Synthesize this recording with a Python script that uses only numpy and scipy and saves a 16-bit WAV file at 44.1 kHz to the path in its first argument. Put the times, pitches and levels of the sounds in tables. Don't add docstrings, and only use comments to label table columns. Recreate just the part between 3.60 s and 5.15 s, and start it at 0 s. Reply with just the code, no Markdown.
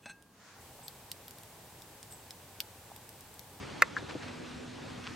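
import sys
import numpy as np
from scipy import signal
from scipy.fft import rfft, irfft
from scipy.io import wavfile
from scipy.ndimage import uniform_filter1d

SR = 44100
rng = np.random.default_rng(int(sys.argv[2]) if len(sys.argv) > 2 else 0)


def persist_wave(psi):
    counts = np.round(np.clip(psi, -1, 1) * 32767).astype(np.int16)
    wavfile.write(sys.argv[1], SR, np.atleast_2d(counts).T)


N = 68355
TIME, FREQS = np.arange(N) / SR, np.fft.rfftfreq(N, 1 / SR)


def amp(db):
    return 10 ** (np.asarray(db) / 20)


def unit(x):
    return x / np.sqrt(np.mean(x ** 2) + 1e-20)


def at_hz(points, hz):
    f, value = np.transpose(points)
    return np.interp(np.log(hz + 1), np.log(f + 1), value)


def envelope(points):
    return amp(np.interp(TIME, *np.transpose(points)))


def pan(db):
    return amp([[db / 2], [-db / 2]])


def decay(t, t60):
    return np.exp(-np.log(1000) * t / t60)


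def drift(step_s):
    return unit(irfft(rfft(rng.standard_normal(N)) * np.exp(-(2 * FREQS * step_s) ** 2), N))


# frequency in Hz, left-right correlation from -1 to 1.
CORRELATION = [(60, 1), (130, 0.95), (250, 0.19), (380, -0.11), (700, 0.28), (1400, 0.79), (3100, 0.83),
               (6800, 0.87), (8500, 0.36), (10500, -0.96), (15000, -0.28)]
def stereo_noise(spectrum, mids_db_per_s=0):
    hz = np.fft.rfftfreq(2048, 1 / SR)
    a, b, c, d, patches = rng.standard_normal((N // 512 + 5, len(hz), 5)).T
    patches = uniform_filter1d(patches, size=20, axis=0)
    patch_db = 1.44 * unit(uniform_filter1d(patches, size=6, axis=1))
    shared = np.clip(at_hz(CORRELATION, hz), -1, 1)[:, None]
    left = a + 1j * b
    right = shared * left + np.sqrt(1 - shared ** 2) * (c + 1j * d)
    mids = np.exp(-np.log2((hz[:, None] + 1) / 730) ** 2)
    fade_db = mids_db_per_s * mids * np.linspace(-.5, .5, a.shape[1]) * N / SR
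    frames = np.array([left, right]) * amp(at_hz(spectrum, hz)[:, None] + patch_db + fade_db)
    return unit(signal.istft(frames, nperseg=2048, noverlap=1536)[1][:, :N])


# frequency in Hz, relative spectral density in dB.
HUSH_SPECTRUM = [(25, -42), (66, -14), (110, -8.5), (144, -11), (190, -10), (280, -10.5), (445, -13),
                 (666, -19), (850, -18.5), (1400, -21), (3800, -26.5), (7500, -35), (9500, -38.5),
                 (11000, -40), (12400, -46), (15500, -36)]
# time in seconds, level in dB.
HUSH_ENVELOPE = [(0, -44), (0.2, -43.5), (0.3, -45.5), (0.45, -45), (0.75, -44.5), (1.1, -45.5),
                 (1.55, -43.5)]
def hush():
    return envelope(HUSH_ENVELOPE) * stereo_noise(HUSH_SPECTRUM, mids_db_per_s=-1.6)


# time in seconds, level in dB.
HUM_ENVELOPE = [(0, -58.5), (0.5, -68.5), (0.7, -52.5), (0.95, -53), (1.3, -52), (1.55, -52.5)]
def hum(pitch_hz=247.4, waver=0.0032):
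    cycles = np.cumsum(pitch_hz * (1 + waver * drift(step_s=0.047))) / SR
    return pan(-2) * envelope(HUM_ENVELOPE) * unit(np.sin(2 * np.pi * cycles))


def strike(blows, partials, attack_s, low_cut_hz, left_lag_s, pan_db):
    t = np.maximum(np.arange(SR // 4) / SR - np.array([[left_lag_s], [0]]), 0)
    ring = sum(amp(db) * decay(t, t60) * np.sin(2 * np.pi * hz * t) for hz, db, t60 in partials)
    ring *= 1 - np.exp(-(t / attack_s) ** 2)
    ring = signal.sosfilt(signal.butter(2, low_cut_hz, "high", fs=SR, output="sos"), ring)
    force = np.zeros((1, N))
    for start, db in blows:
        force[0, round(start * SR)] += amp(db)
    return pan(pan_db) * signal.fftconvolve(force, ring, axes=1)[:, :N]


# start in seconds, level in dB.
BUMP_BLOWS = [(0.027, -31.5), (0.4245, -31), (0.5517, -23), (0.5580, -28.5)]
# frequency in Hz, relative level in dB, 60 dB decay time in seconds.
BUMP_RESONANCES = [(126, -10, 0.076), (281, 3.5, 0.024), (359, -5.5, 0.032), (505, -0.5, 0.024)]
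def bumps():
    return strike(BUMP_BLOWS, BUMP_RESONANCES, attack_s=.0016, low_cut_hz=90, left_lag_s=2e-4, pan_db=3)


def tent_scatter(sound, t60_s=.06, rise_s=.0072, top_hz=3500):
    t = np.arange(SR // 4) / SR
    tail = rng.standard_normal((2, len(t))) * decay(t, t60_s) * np.minimum(t / rise_s, 1) ** 2
    tail = signal.lfilter(*signal.butter(2, top_hz, fs=SR), tail / np.linalg.norm(tail[0]))
    return amp(-22) * signal.fftconvolve(sound, tail, axes=1)[:, :N]


# centre in seconds, length in seconds, level in dB.
BRUSHES = [(0.035, 0.023, -47.5), (0.184, 0.011, -66), (0.38, 0.023, -44), (0.5, 0.016, -43),
           (0.523, 0.015, -48.5), (0.632, 0.027, -45.5), (0.683, 0.037, -47.5), (1.466, 0.024, -49)]
# frequency in Hz, relative spectral density in dB.
FABRIC_SPECTRUM = [(100, -30), (450, 4), (1000, 1), (1700, 3.5), (3000, -4), (5000, -10), (8000, -19.5),
                   (15000, -51)]
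def rustle(grain_db=2):
    swell = sum(amp(db) * np.exp(-2 * ((TIME - centre) / length) ** 2) for centre, length, db in BRUSHES)
    return swell * unit(stereo_noise(FABRIC_SPECTRUM) * amp(grain_db * drift(step_s=.0015)))


# start in seconds, level in dB.
TAP_BLOWS = [(0.2206, -0.64)]
# frequency in Hz, relative level in dB, 60 dB decay time in seconds.
TAP_PARTIALS = [(372, -19, 0.055), (509, -12.5, 0.067), (584, -9, 0.033), (1060, -19.5, 0.04),
                (1128, -10, 0.031), (1357, 2.5, 0.015), (1807, -2.5, 0.022), (2042, -3, 0.023),
                (2545, -8, 0.018), (2784, -17.5, 0.022), (3687, -13, 0.0125), (4497, -15, 0.015),
                (5200, -21.5, 0.016), (6346, -18, 0.0087), (7060, -3.5, 0.0043), (11650, -13.5, .006),
                (12270, -2.5, 0.0073)]
# frequency in Hz, relative spectral density in dB.
CRACK_SPECTRUM = [(200, -8), (380, 12), (800, -12), (3000, 3), (7500, -4.5), (8700, -10.5), (10400, -9),
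                  (11300, -3), (12800, -10), (14500, -28)]
def tap(left_lag_s=3.5e-5, crack_db=-18.5, crack_rise_s=.0004):
    ring = strike(TAP_BLOWS, TAP_PARTIALS, attack_s=.0014, low_cut_hz=1127,
                  left_lag_s=left_lag_s, pan_db=-1.4)
    burst = np.zeros(N)
    for start, db in TAP_BLOWS:
        age = np.maximum(TIME - start, 0)
        burst += amp(db + crack_db) * (1 - np.exp(-(age / crack_rise_s) ** 2)) * decay(age, t60=.019)
    colour = unit(amp(at_hz(CRACK_SPECTRUM, FREQS)))
    delay = np.exp(-2j * np.pi * FREQS * np.array([[left_lag_s], [0]]))
    crack = irfft(rfft(burst * rng.standard_normal(N)) * colour * delay, N)
    return ring + crack


# start in seconds, level in dB.
KNOCK_BLOWS = [(0.36585, -0.5)]
# frequency in Hz, relative level in dB, 60 dB decay time in seconds.
KNOCK_RESONANCES = [(1043, -33, 0.049), (1400, -22, 0.029), (1554, -11.5, 0.015), (1614, -25.5, 0.048),
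                    (1702, -26, 0.076), (2184, -35, 0.018)]
def knock():
    return strike(KNOCK_BLOWS, KNOCK_RESONANCES, attack_s=.0016, low_cut_hz=100,
                  left_lag_s=1e-5, pan_db=3)


# start in seconds, level in dB.
TICK_BLOWS = [(0.5100, -27), (0.5430, -28), (0.6328, -28), (1.4415, -29), (1.4692, -21), (1.4741, -19.5)]
# frequency in Hz, relative level in dB, 60 dB decay time in seconds.
TICK_RESONANCES = [(1410, -6, 0.0052), (2550, 1.5, 0.0025), (4700, -6, 0.0025)]
def ticks():
    return strike(TICK_BLOWS, TICK_RESONANCES, attack_s=.00018, low_cut_hz=510,
                  left_lag_s=4e-6, pan_db=1.5)


def scene():
    impacts = bumps() + tap() + knock() + ticks()
    return impacts + tent_scatter(impacts) + rustle() + hum() + hush()


def record(dry):
    ceiling, roll_off_hz, edge_hz = .64, 13300, 15700
    clipped = dry / (1 + (dry / ceiling) ** 8) ** (1 / 8)
    softened = signal.sosfilt(signal.butter(8, roll_off_hz, fs=SR, output="sos"), clipped)
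    band_limit = signal.firwin(511, edge_hz, window=("kaiser", 9), fs=SR)
    return signal.oaconvolve(softened, band_limit[None], "same")


dry = scene()
out = record(dry)
persist_wave(out)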